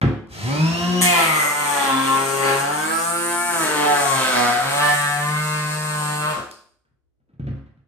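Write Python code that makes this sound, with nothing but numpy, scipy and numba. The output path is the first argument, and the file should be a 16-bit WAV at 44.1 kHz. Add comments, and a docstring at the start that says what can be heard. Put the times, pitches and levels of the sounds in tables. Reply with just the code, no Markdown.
"""A hand planer on a bench, close to a phone's two microphones: it is set on a board, spins up, shaves along
the wood under changing load, brakes and is put down. Blade blows and torn fibres ring the board, chips spray;
the belt-linked motor hums and whines from sines on its turns, and the drum shakes the bench once a turn.
Thuds, a scrape and trigger snaps come through bench modes and shaped noise; a small quiet workshop echoes it."""
import sys
import numpy as np
from scipy import signal
from scipy.fft import rfft, irfft
from scipy.io import wavfile
from scipy.ndimage import uniform_filter1d
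from numba import njit

SR = 44100
rng = np.random.default_rng(int(sys.argv[2]) if len(sys.argv) > 2 else 0)


def log_audio(samples):
    """Write samples as a 16-bit WAV file to the path given in sys.argv[1]."""
    # one column per channel
    frames = np.atleast_2d(samples).T
    # limit to full scale, then quantise
    limited = np.clip(frames, -1, 1)
    pcm = np.round(limited * 32767).astype(np.int16)
    wavfile.write(sys.argv[1], SR, pcm)


N = 347067
T = np.arange(N) / SR
SLOTS = 12  # of the motor armature
# All tone curves below are (frequency [Hz], relative level per Hz [dB]).

# drum at work: (time [s], drum turns [Hz], bench shake [dB], blade chop [dB], chip spray [dB])
CUTTING = [(1.03, 179.7, -19, -24.5, -17.5), (1.1, 176.4, -27, -25, -33),
           (1.209, 165.3, -37.5, -20.5, -30.5), (1.32, 155.7, -30, -25, -34), (1.46, 147, -42.5, -26, -31),
           (1.55, 145.8, -47, -29, -35), (1.607, 147, -42, -26.5, -34), (1.74, 143.1, -44, -24, -31),
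           (1.849, 137.6, -52.5, -25, -31), (1.94, 132.9, -38.5, -26.5, -33),
           (2.351, 137, -38.5, -29, -33.5), (2.499, 136.1, -35.5, -22.5, -32.5),
           (2.61, 139, -34.5, -26, -31.5), (2.66, 142.9, -37.5, -26.5, -41), (2.801, 154.1, -39, -27, -36),
           (2.932, 164.6, -49.5, -27.5, -35), (3.09, 170.4, -39.5, -30, -35.5),
           (3.47, 174.6, -52.5, -30.5, -33), (3.55, 169.2, -43.5, -26.5, -33),
           (3.64, 157.1, -36, -23.5, -29), (3.68, 152.8, -46.5, -25, -33), (3.77, 148.6, -39.5, -23.5, -35),
           (3.93, 145.6, -42, -26, -33.5), (4.04, 139.4, -39.5, -24, -32),
           (4.169, 132.3, -31, -26.5, -31.5), (4.31, 126.8, -54.5, -25.5, -33.5),
           (4.37, 122.3, -40, -20.5, -34), (4.49, 120.3, -38, -22, -33), (4.601, 128.2, -45, -32.5, -39),
           (4.67, 137.9, -31, -29, -42), (4.73, 142, -37, -32.5, -34.5), (4.829, 147.4, -32, -25, -34),
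           (4.96, 145.9, -31.5, -31.5, -31), (5.138, 144.8, -32, -28.5, -37.5),
           (5.33, 150.9, -24.5, -32, -38.5), (5.45, 152.5, -27, -29, -35.5), (5.66, 150.8, -28, -33.5, -42),
           (5.773, 153, -29, -33.5, -39), (6.101, 149.4, -29, -27.5, -37), (6.21, 150.2, -30.5, -29, -41.5),
           (6.27, 152.2, -31.5, -29, -44.5), (6.32, 154, -31.5, -27.5, -43.5)]
# bench shake while spinning up: (time [s], level [dB])
SPIN_UP_SHAKE = [(.28, -35), (.398, -50), (.448, -23), (.498, -28), (.526, -21), (.576, -30.5), (.6, -17.5),
                 (.634, -13), (.71, -22), (.78, -31.5), (.886, -20), (1.005, -22)]
# torn fibres against chop as the grain turns: (time [s], level [dB])
TEARING = [(1.06, -14), (1.2, -4), (1.42, -4), (1.52, -13), (1.7, -10.5), (1.82, -2), (1.95, -8.5),
           (2.15, -6), (2.4, -6), (2.5, -3.5), (2.62, -11.5), (2.8, -14), (3.0, -20), (3.45, -23),
           (3.56, -8.5), (3.66, -4), (3.75, -7), (3.95, -10), (4.12, -9), (4.3, -4), (4.42, -12),
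           (4.52, -12), (4.6, -4), (4.72, -6), (4.8, -16), (5.05, -14), (5.3, -16), (5.8, -15),
           (6.32, -10.5)]
# rasp as the grain changes: (time [s], change [dB])
RASP_GRAIN = [(1.01, -5), (1.04, -2), (1.3, -2.5), (1.6, 1.5), (2.0, 1.5), (2.7, -1), (3.2, 4), (3.6, 0.5),
              (4.2, 0.5), (4.4, 1), (4.6, 1.5), (5.0, 4.5), (5.6, -0.5), (6.0, -0.5), (6.3, 0.5),
              (6.5, -10)]
# travel along the board: (time [s], left minus right [dB], left lag [samples], board boom against chop [dB])
TRAVEL = [(0, 0.5, 12, -15.5), (1.0115, 1.1, 13, -11.5), (1.012, 2.5, -27.5, -7.5), (2, 0.5, -29.5, -11),
          (2.8, 3, -28, -11), (3.2, -2, -4.5, -12.5), (3.8, 3.5, -4, -5.5), (4.4, 2, -3.5, -12.5),
          (5, 4, -7.5, -15), (5.6, 1, -5.5, -15), (6.4, 3.5, -7.5, -14.5), (7.87, -2, 2, -17.5)]
# tones of the cut: chop, board boom, rasp and chip spray
CHOP_TONE = [(250, -21.5), (450, 4.5), (600, 1.5), (740, 2.5), (900, 0.5), (1100, 2), (1350, 3), (1700, 3),
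             (2200, -18), (4000, -35.5)]
BOOM_TONE = [(120, -36), (200, 1.5), (260, -10.5), (430, 9), (600, -20.5), (1200, -39.5)]
RASP_TONE = [(1000, -25), (1700, -2), (2100, -2.5), (3200, -8.5), (4200, -11), (5600, -17), (7500, -27)]
SPRAY_TONE = [(3000, -34.5), (5400, -7.5), (6500, -3.5), (7130, -2), (7650, -4.5), (8330, -1), (9700, -10),
              (10900, -10.5), (13500, -14), (16000, -26)]
# ringing of the blade and its clamp: (frequency [Hz], width [Hz], level [dB])
BLADE_MODES = [(7200, 140, 1.5), (8200, 220, 4), (9210, 300, 1.5), (9940, 410, -1), (13000, 1200, -1)]
# modes of board and tool, each driven hardest where the planer passes its belly:
# (frequency [Hz], width [Hz], level [dB], loudest at [s], span [s])
BOARD_MODES = [(248, 47, 8.5, 4.46, 0.24), (263, 16, 16.5, 2.0, 0.2), (343, 110, 7, 3, 0.7),
               (407, 13, 14.5, 2.37, 0.14), (732, 19, 18.5, 3.986, 0.18), (722.3, 18, 16, 4.45, 0.14),
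               (726.4, 14, 18, 4.95, 0.26), (854, 70, 10.5, 1.6, 0.19), (560, 50, 5.5, 1.4, 0.17),
               (1150, 56, 15, 1.4, .08), (1346, 57, 1, 2.26, 0.31), (717, 54.3, 9.5, 2.7, .1),
               (1130, 99, 11.5, 3.1, 0.11), (1221, 57, -1, 3, 0.044), (870.4, 28, 5, 6.0, 0.18),
               (1352.4, 30, -1.5, 6.1, 0.25), (293, 53, 2, 5.66, 0.26), (4540, 1200, 10.5, 5.73, 0.37),
               (1718, 54, 4.5, 2.93, 0.073), (1100, 40, 14, 4.1, 0.09), (2260, 60, 12, 3.45, .1),
               (1380, 41, 11, 2.947, 0.095), (1012, 34, -8.5, 3.3, .12), (1650, 67, 6.5, 5.8, 0.12),
               (1163, 22, 2.5, 4.45, 0.054), (1420, 240, -5.5, 7.3, 0.15), (1054, 32, 14, 6.275, 0.022),
               (1520, 1100, -9, 6.37, 0.042), (4700, 670, 2.5, 3, 0.45), (2765, 110, 9, 6.8, 0.34),
               (10900, 400, 4.5, 1.33, .12), (11500, 400, 9, 1.32, 0.24), (1780, 50, 13.5, 5.06, 0.26),
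               (2420, 160, 0, 1.7, 0.37), (3460, 250, 4.5, 1.96, 0.2), (2180, 52, 4, 5.3, .08),
               (870, 67, 3, 3.1, 0.87), (977, 37, 15.5, 2, 0.2), (1075, 30, 11, 2.15, 0.32),
               (1046.8, 37, 10, 5.4, 0.51), (1033, 37, 12, 5.93, 0.15), (1171.7, 25, -1, 3.6, 0.07),
               (1402, 75, 9, 4.505, 0.11), (1190, 49, 5, 5.045, 0.36), (1320, 66, 4, 1.3, 0.33),
               (1356, 97, -3, 3.2, 0.59), (1094.2, 110, 6, 1.6, 0.083), (892, 370, 2, 1.1, .2),
               (1566, 95, 6, 3.4, 0.71), (1567, 59, 14, 4.93, 0.45), (1540, 60, -2, 5.45, 0.096),
               (1750, 60, 8, 5.95, 0.26), (1820, 82, 5, 5.8, 0.13), (2040, 46, 17, 1.4, .17),
               (2200, 97, 8.5, 1.3, 0.086), (2110, 44, 13, 5.45, 0.33), (2430, 72, 10.5, 1.15, 0.17),
               (2300, 450, -4, 2.6, 0.26), (2640, 130, 12, 5.74, 0.49), (3100, 130, 3, 0.9, .25),
               (5200, 5800, -3, 4.39, 0.7), (7350, 3000, 0, 6.67, 1), (9660, 1600, 7.5, 3.246, 0.29)]
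# free-running drum: (multiple of drum turns, level against drone [dB])
DRUM_ORDERS = [(.5, -20.5), (2, -1), (3, -11.5), (4, -3.5), (6, -4), (7, -12.5), (8, -14), (9, -9),
               (10, -16.5)]
# armature whine: (multiple of motor turns, level against whine [dB])
ARMATURE_ORDERS = [(SLOTS, 0), (SLOTS - 1, -13), (SLOTS + 1, -13), (16, -13), (19, -14),
                   (2 * SLOTS - 2, -16), (2 * SLOTS - 1, -14), (2 * SLOTS, -6), (4 * SLOTS, -24)]
# motor parts: (full level [dB], reached at drum turns [Hz], slope below that [dB/octave],
# change once pressed on the board [dB])
HUM = (-35, 193.5, 25.5, -8)
WHINE = (-35.5, 145.5, 61.5, -30)
WIND = (-34, 121, 8, -10.5)
DRONE = (-34, 132, 39.5, -2.5)
# tones of the motor's air and of the bench rumble
AIR_TONE = [(24, -76), (40, -43.5), (171, -7.5), (283, -25), (337, -10.5), (444, -17), (680, -21.5),
            (5440, -23), (8500, -34), (13100, -41.5), (15200, -49), (16000, -79)]
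RUMBLE_TONE = [(45, -21), (62, -3.5), (85, 4.5), (120, 1), (160, -47.5)]
# tool and board meet the bench, the brake jolts it:
# (time [s], level [dB], rap against thud [dB], ring slope above the boom [dB/octave])
THUDS = [(0.0149, -19, -8.5, -5), (0.032, -4, -42, 0.5), (6.37, -33, -23, 8.5), (6.85, -69, -8, 3.5),
         (6.91, -60, -27, -5), (7.2, -64, -24.5, 3), (7.29, -67, -10, -1), (7.335, -44, -33, -10),
         (7.396, -21, -36.5, -7), (7.441, -24.5, -40, -5), (7.469, -20, -29.5, -0.5),
         (7.508, -19.5, -41, -13.5), (7.568, -37, -25, -19), (7.661, -46, -19, -14), (7.774, -47, -27, -20)]
# bench modes: (frequency [Hz], level [dB], 60 dB decay [s])
BENCH_MODES = [(67.2, -6.5, 0.41), (106, -3.5, 0.38), (137, 2, 0.25), (157, 0.5, 0.15), (186.5, -1.5, 0.1),
               (224, 2.5, 0.11), (264.6, -6.5, 0.22), (333, -7.5, 0.16), (422, -11, 0.15),
               (525, -13.5, 0.099), (730, -15.5, 0.088), (1560, -22, 0.048)]
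# tone of the woody rap
RAP_TONE = [(300, -21.5), (600, -4.5), (1500, -0.5), (3500, -15.5), (7000, -36), (12000, -51.5)]
# trigger snaps: (time [s], level [dB], frequency [Hz])
TRIGGER = [(.272, -66.5, 5940), (6.512, -44.5, 5300)]
# the board slides on the bench: (time [s], level [dB])
SCRAPE = [(7.19, -90), (7.205, -73), (7.27, -71), (7.3, -68), (7.35, -64), (7.39, -66), (7.42, -88)]
SCRAPE_TONE = [(80, -5), (200, 18), (550, 4), (900, -9), (2400, -20), (4000, -57)]
# bench top and near walls: (left delay [s], right delay [s], left level [dB], right level [dB])
ECHOES = [(.0009, 0.001404, -4, -8), (.0023, 0.00309, -13.5, -2.5), (.0047, .0040, -6, -6.5),
          (.0081, .0069, -12.5, -9)]
# tone of the quiet workshop
QUIET_TONE = [(18, -47), (30, -6.5), (70, -7), (197, -31.5), (333, -22.5), (655, -34.5), (885, -42.5),
              (3000, -53), (12000, -59), (22000, -120)]

# drum spin-up: a ramp, then it eases to free speed
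FREE_HZ, START_S, START_HZ, RAMP_HZ_PER_S, SETTLE_S, SETTLE_FROM_S = 184.5, .28, 36, 460, .2, .23
FIRST_BITE_S, FULL_BITE_S = 1.0122, 1.0175  # blade meets the board; whole edge engaged
BRAKE_S, STOP_S, COAST = 6.32, 6.5, .25  # brake on; cut over; share of speed left by then
PRESS_S = 0.13  # the sole presses down
INERTIA_S = 0.1  # a drum losing speed is biting deeper
BELT_RATIO = 1.357  # motor turns per drum turn
GRAIN_DB = 1.73  # grain makes the bite uneven
SECOND_SHARE, SECOND_WANDER = 0.2, 0.033  # depth of the second blade
RASP_DB, RASP_DB_PER_LOAD, BOOM_DB_PER_LOAD = -5, 11, 11  # against chop
ENTRY_SPRAY_DB, ENTRY_RASP_DB, ENTRY_S = 1.5, 20, 0.23  # splinters at the board's end
TICK_DB, TICK_DB_PER_LOAD, ENTRY_TICK = 2, -50.5, 0.25  # blade ticks against chip hiss; last one a gain
TICK_SCATTER_DB = 1.5  # one tick is much like the next
BAND_WAVER_DB, BAND_WAVER_PER_S = 2, 8  # narrow bands of the cut swell and sink at random
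# fading under the brake [dB/s]
BRAKE_CHOP_DB_S, BRAKE_SPRAY_DB_S, BRAKE_SHAKE_DB_S, BRAKE_MOTOR_DB_S = -95, -160, -150, -180
BRAKE_GUST_DB, BRAKE_TEAR_DB = 10, 20  # brushes flare; a slowing drum rips
RUMBLE_DB, RUMBLE_HZ, RUMBLE_DB_PER_OCT = -41, 120, -5  # bench rumbles most at low speed
BOOM_HZ = 140  # thud rings slope above this
SPRING_HZ, SPRING_WIDTH_HZ, SPRING_DB, SPRING_S = 4835, 300, 11.5, 0.042  # switch spring after each snap
TOP_WIDTH_DB = -8  # delayed treble of opposite sign at the two ports widens the top
LEFT_PORT_HZ, LEFT_PORT_WIDTH_HZ = 8800, 2200  # resonance of the left microphone opening
ROOM_T60_LOW, ROOM_T60_HIGH = .56, .52  # s
SHARED = 0.64  # power share of the low echoes common to both ports
QUIET_DB, TOP_HZ = -70.5, 15800

SINCE_BITE_S = np.maximum(T - FIRST_BITE_S, 0)
BRAKING_S = np.maximum(T - BRAKE_S, 0)
BITE_LEFT = np.clip(1 - BRAKING_S / (STOP_S - BRAKE_S), 0, 1)  # 1 until the brake, 0 when the cut is over
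SPEED_SHARE = COAST + (1 - COAST) * BITE_LEFT
CONTACT = (T > FIRST_BITE_S) * np.where(T < FULL_BITE_S, .5, 1) * BITE_LEFT
PRESSED = 1 - np.exp(-SINCE_BITE_S / PRESS_S)


def planer():
    """One drum rotation drives cut, motor and shake; returns the bench shake and the airborne sound."""
    spin_hz, hz, turns = drum_motion()
    running = np.clip((T - START_S) / 0.05, 0, 1) * (T < STOP_S)
    airborne = CONTACT * cutting(turns) + motor(hz, turns)
    return running * bench_shake(spin_hz, turns), running * airborne


def drum_motion():
    """Speed ramps and settles, follows the cut, then falls under the brake; its sum gives the turns."""
    cut_hz = curves(CUTTING)[0]
    ramp_hz = START_HZ + RAMP_HZ_PER_S * (T - START_S)
    settling_hz = FREE_HZ * (1 - np.exp(-(T - SETTLE_FROM_S) / SETTLE_S))
    spin_hz = np.maximum(np.minimum(ramp_hz, settling_hz), START_HZ)
    hz = np.where(T < FULL_BITE_S, spin_hz, cut_hz)
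    turns = np.cumsum(hz * SPEED_SHARE) / SR
    turns = turns + 1 - turns[int(FIRST_BITE_S * SR)] % 1  # a blade lands as the cut begins
    return spin_hz, hz, turns


def cutting(turns):
    """Blade blows and tearing fibres excite chop, boom and rasp; chips spray and the board rings."""
    cut_hz, _, chop_db, spray_db = curves(CUTTING)
    slowing = -uniform_filter1d(np.gradient(cut_hz) * SR, size=4000)  # Hz/s
    load = np.clip(1 - (cut_hz - INERTIA_S * slowing) / FREE_HZ, 0, 1)
    entry = np.exp(-SINCE_BITE_S / ENTRY_S)
    chop_db = chop_db + GRAIN_DB * walk(10) + BRAKE_CHOP_DB_S * BRAKING_S
    spray_db = spray_db + ENTRY_SPRAY_DB * entry + BRAKE_SPRAY_DB_S * BRAKING_S
    tear_db = curves(TEARING)[0] + BRAKE_TEAR_DB * (1 - BITE_LEFT)
    boom_db = chop_db + curves(TRAVEL)[2] + BOOM_DB_PER_LOAD * load
    rasp_db = chop_db + RASP_DB + RASP_DB_PER_LOAD * load + ENTRY_RASP_DB * entry + curves(RASP_GRAIN)[0]

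    second = np.clip(SECOND_SHARE + SECOND_WANDER * walk(2.9), 0, 1)
    # fibres tear just after a blade lands
    bite = np.exp(-(turns % 1) / 0.17) + second * np.exp(-((turns + .5) % 1) / 0.036) + 0.76
    tear = unit(bite * rng.standard_normal(N) * undb(2 * walk(25)))
    force = unit(blows(turns, second, 0.59, 8e-6)) + undb(tear_db) * tear

    cut = undb(chop_db) * colour(force, CHOP_TONE)
    cut += undb(boom_db) * colour(force, BOOM_TONE)
    cut += undb(rasp_db) * colour(force + undb(tear_db + 0.5) * tear, RASP_TONE)
    cut += undb(spray_db) * chip_spray(turns, second, bite, load)
    return band_waver(board(cut))


def chip_spray(turns, second, bite, load):
    """The edge ticks on the board's end and when the cut is clean; flying chips add a crackling hiss."""
    crackle_db = 1.0 * rng.exponential(size=N) + 1.5 * walk(12)
    chips = unit(bite * rng.standard_normal(N) * undb(crackle_db))
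    tick = undb(TICK_DB + TICK_DB_PER_LOAD * load) * PRESSED
    tick = tick + ENTRY_TICK * np.exp(-np.abs(T - FIRST_BITE_S) / 0.034)
    ticks = tick * unit(blows(turns, second, TICK_SCATTER_DB, 4e-6))
    spray = colour((ticks + chips) / np.sqrt(1 + tick ** 2), SPRAY_TONE)
    return unit(spray + sum(undb(db) * ring(spray, hz, width) for hz, width, db in BLADE_MODES))


def board(cut):
    """Resonant modes of board and tool swell and fade as the planer passes."""
    ringing = np.zeros(N)
    for hz, width, db, loudest_s, span_s in BOARD_MODES:
        passing = np.exp(-((T - loudest_s) / span_s) ** 2)
        ringing += undb(db) * passing * ring(cut, hz, width)
    return cut + ringing


def band_waver(cut):
    """Narrow bands of the cut swell and sink at random, each alone."""
    bands_hz = 350 * 2 ** np.arange(0, 3.5, 1 / 6)
    return cut + sum((undb(BAND_WAVER_DB * walk(BAND_WAVER_PER_S)) - 1) * ring(cut, hz, hz / 12)
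                     for hz in bands_hz)


def blows(turns, second, scatter_db, late_s):
    """One click as each of the two blades bites, placed between samples; the second is set shallower."""
    half_turns = np.arange(1, int(2 * turns[-1]))
    late, scatter = rng.standard_normal((2, len(half_turns)))
    at = np.interp(half_turns / 2, turns, np.arange(N)) + late_s * SR * late
    i = np.clip(at.astype(int), 0, N - 9)
    depth = np.where(half_turns % 2, second[i], 1)
    size = undb(scatter_db * scatter) * depth
    out = np.zeros(N)
    for k in range(-7, 9):  # windowed sinc
        offset = k - at % 1
        out[i + k] += size * np.sinc(offset) * np.cos(np.pi * offset / 16) ** 2
    return out


def motor(hz, turns):
    """Free drum drone, belt-linked hum and armature whine are sines on the turns; air is shaped noise."""
    hum_db, whine_db, air_db, drone_db = (motor_db(part, hz) for part in (HUM, WHINE, WIND, DRONE))
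    drone = (T < FULL_BITE_S) * (1 - CONTACT) * undb(drone_db) * stack(turns, DRUM_ORDERS, 3, 14)
    hum = undb(hum_db) * stack(BELT_RATIO * turns, [(1, 0)], 2, 9)
    whine = undb(whine_db) * stack(BELT_RATIO * turns, ARMATURE_ORDERS, 2.8, 40)
    gust_db = BRAKE_GUST_DB * np.minimum(BRAKING_S / 0.028, 1)
    air = undb(air_db + gust_db) * colour(rng.standard_normal(N), AIR_TONE)
    return drone + hum + whine + air


def motor_db(part, hz):
    """Level grows with speed up to a knee, is muffled against the board, dies under the brake."""
    full_db, knee_hz, db_per_oct, pressed_db = part
    speed_db = db_per_oct * np.minimum(np.log2(hz / knee_hz), 0)
    return full_db + speed_db + pressed_db * PRESSED + BRAKE_MOTOR_DB_S * BRAKING_S


def stack(turns, orders, waver_db, rate):
    """Sines on multiples of a rotation, each wavering alone in level and phase."""
    out = np.zeros(N)
    for multiple, db in orders:
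        level = undb(db + waver_db * walk(rate)) * np.sqrt(2)
        phase = 2 * np.pi * (multiple * turns + rng.random()) + waver_db / 8 * walk(rate)
        out += level * np.sin(phase)
    return out


def bench_shake(spin_hz, turns):
    """The drum shakes the bench once a turn; a low rumble dies as the sole presses down."""
    shake_db = curves(SPIN_UP_SHAKE + [(row[0], row[2]) for row in CUTTING])[0]
    shake_db = shake_db + BRAKE_SHAKE_DB_S * BRAKING_S
    shake = SPEED_SHARE ** 4 * undb(shake_db) * np.sqrt(2) * np.sin(2 * np.pi * turns)
    rumble_db = RUMBLE_DB + RUMBLE_DB_PER_OCT * np.maximum(np.log2(spin_hz / RUMBLE_HZ), 0)
    return shake + undb(rumble_db) * (1 - PRESSED) * colour(rng.standard_normal(N), RUMBLE_TONE)


def thuds():
    """Soft pushes ring the bench modes as decaying sines; a woody noise rap rides on each."""
    out, t = np.zeros(N + SR), T[:SR]
    rap = colour(rng.standard_normal(N), RAP_TONE)
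    rap_fade = np.exp(-t / 0.022) + 0.74 * np.exp(-t / 0.029)
    for s, db, rap_db, slope_db in THUDS:
        i = int(s * SR)
        thud = np.zeros(SR)
        for hz, mode_db, t60 in BENCH_MODES:
            spot = rng.standard_normal()  # the spot struck colours the ring
            level_db = mode_db + 2 * spot + slope_db * max(np.log2(hz / BOOM_HZ), 0)
            thud += undb(level_db) * np.sin(2 * np.pi * hz * (1 + .015 * spot) * t) * 1e3 ** (-t / t60)
        thud *= (1 - np.exp(-t / 0.0033)) / 1.77  # soft onset
        out[i:i + SR] += undb(db) * (thud + undb(rap_db) * rap[i // 2:i // 2 + SR] * rap_fade)
    return out[:N]


def trigger():
    """A short noise burst snaps through one broad resonance, taken twice over, then the switch spring rings."""
    out, t = np.zeros(N + SR), T[:SR]
    for s, db, hz in TRIGGER:
        i = int(s * SR)
        snap = rng.standard_normal(SR) * np.exp(-t / .002)
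        out[i:i + SR] += undb(db) * 8 * ring(ring(snap, hz, 9000), hz, 9000)
        spring = rng.standard_normal(SR) * np.exp(-t / SPRING_S)
        out[i:i + SR] += undb(db + SPRING_DB) * ring(spring, SPRING_HZ, SPRING_WIDTH_HZ)
    return out[:N]


def scrape():
    """The board slides on the bench: unevenly flickering noise in a low, woody tone."""
    sliding = (T > SCRAPE[0][0]) * (T < SCRAPE[-1][0])
    friction = rng.standard_normal(N) * undb(2.7 * walk(60.6))
    return sliding * undb(curves(SCRAPE)[0]) * colour(friction, SCRAPE_TONE)


def ports_close_by(air):
    """Direct sound and near echoes reach the two microphone ports with their own lag and balance."""
    pan_db, lag, _ = curves(TRAVEL)
    soft = signal.sosfilt(signal.butter(1, 2500, fs=SR, output="sos"), air)
    # the top beams straight at both ports; the rest bends round the arm and arrives with a lag
    top = air - signal.sosfiltfilt(signal.butter(2, 6500, fs=SR, output="sos"), air)
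    drift = [1 + .03 * walk(1.5) for _ in ECHOES]  # the paths change as tool and arm move
    ports = []
    for k, side in enumerate((1, -1)):
        near = air - top
        for row, stretch in zip(ECHOES, drift):
            near = near + undb(row[2 + k]) * np.interp(T - row[k] * stretch, T, soft)
        lagged = np.interp(T - side * lag / 2 / SR, T, near)
        widened = top + side * undb(TOP_WIDTH_DB) * np.roll(top, shift=41)
        ports.append((widened + lagged) * undb(side * pan_db / 2))
    ports[0] = ports[0] + ring(ports[0], LEFT_PORT_HZ, LEFT_PORT_WIDTH_HZ)
    return np.array(ports)


def bench_to_ports(bench):
    """Bench sound reaches the left port later and a little louder; deep bass arrives unevenly."""
    direct = np.array([np.roll(bench, 13) * undb(.5), bench * undb(-.5)])
    uneven_bass = undb(-13) * ring(np.roll(bench, 170), 65, 60)
    return direct + np.array([[1], [-1]]) * uneven_bass


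def room(x):
    """Each microphone hears its own dense fading echoes; part of the bass reaches both alike."""
    t, out = T[:SR], []
    low = signal.butter(2, 1500, fs=SR, output="sos")
    no_bass = signal.butter(2, 300, "high", fs=SR, output="sos")
    dull = signal.butter(1, 10000, fs=SR, output="sos")  # walls soak up the top
    common = rng.standard_normal(SR) * (t > .008)
    for _ in range(2):
        own = rng.standard_normal(SR) * (t > .008)
        own_low = signal.sosfilt(low, own)
        bass = np.sqrt(1 - SHARED) * own_low + np.sqrt(SHARED) * signal.sosfilt(low, common)
        echo = bass * 1e3 ** (-t / ROOM_T60_LOW) + (own - own_low) * 1e3 ** (-t / ROOM_T60_HIGH)
        echo = unit(echo) / np.sqrt(SR)
        out.append(signal.fftconvolve(signal.sosfilt(no_bass, x), signal.sosfilt(dull, echo))[:N])
    return np.array(out)


def quiet_workshop():
    """Faint steady noise, separate at each microphone."""
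    return undb(QUIET_DB) * np.array([colour(rng.standard_normal(N), QUIET_TONE) for _ in range(2)])


def undb(db):
    """Gain of a dB value."""
    return 10 ** (np.asarray(db) / 20)


def unit(x):
    """Scale to rms 1."""
    return x / np.sqrt(np.mean(x ** 2))


def curves(table):
    """Every column after the time, sample by sample."""
    s, *columns = np.transpose(table)
    return [np.interp(T, s, column) for column in columns]


def walk(rate):
    """Slow random drift of rms 1: held random steps, rate per second, smoothed twice."""
    k = int(SR / rate)
    steps = np.repeat(rng.standard_normal(N // 100), k)[:N]
    return unit(uniform_filter1d(uniform_filter1d(steps, k), k))


def colour(x, points):
    """Causal minimum-phase filter from tone points, by the cepstrum; result has rms 1."""
    hz, db = np.transpose(points)
    grid_hz = np.arange(1025) * SR / 2048 + 1
    cepstrum = irfft(np.log(undb(np.interp(np.log(grid_hz), np.log(hz), db))))
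    cepstrum[1:1024] *= 2  # fold the later half onto the earlier
    cepstrum[1025:] = 0
    return unit(signal.fftconvolve(x, irfft(np.exp(rfft(cepstrum))))[:N])


@njit
def ring(x, hz, width):
    """State-variable band-pass resonance with gain 1 at its centre."""
    y, band, low = np.empty(len(x)), 0., 0.
    g, k = np.tan(np.pi * hz / SR), width / hz
    for i in range(len(x)):
        v = (band + g * (x[i] - low)) / (1 + g * (g + k))
        band, low, y[i] = 2 * v - band, low + 2 * g * v, k * v
    return y


def scene():
    """Planer close to the ports, knocks through the bench, then the room and the quiet workshop."""
    shake, air = planer()
    bumps = thuds() + trigger() + scrape()
    echoes = room(air + bumps + 0.41 * shake)
    return ports_close_by(air) + bench_to_ports(shake + bumps) + echoes + quiet_workshop()


def record(dry):
    """The phone rounds the loudest peaks, drops the deep bass and cuts the top."""
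    rounded = .58 * np.tanh(dry / .58)
    thin = signal.sosfilt(signal.butter(4, 58, "high", fs=SR, output="sos"), rounded)
    return signal.sosfilt(signal.cheby2(20, 100, TOP_HZ + 500, fs=SR, output="sos"), thin)


dry = scene()
out = record(dry)
log_audio(out)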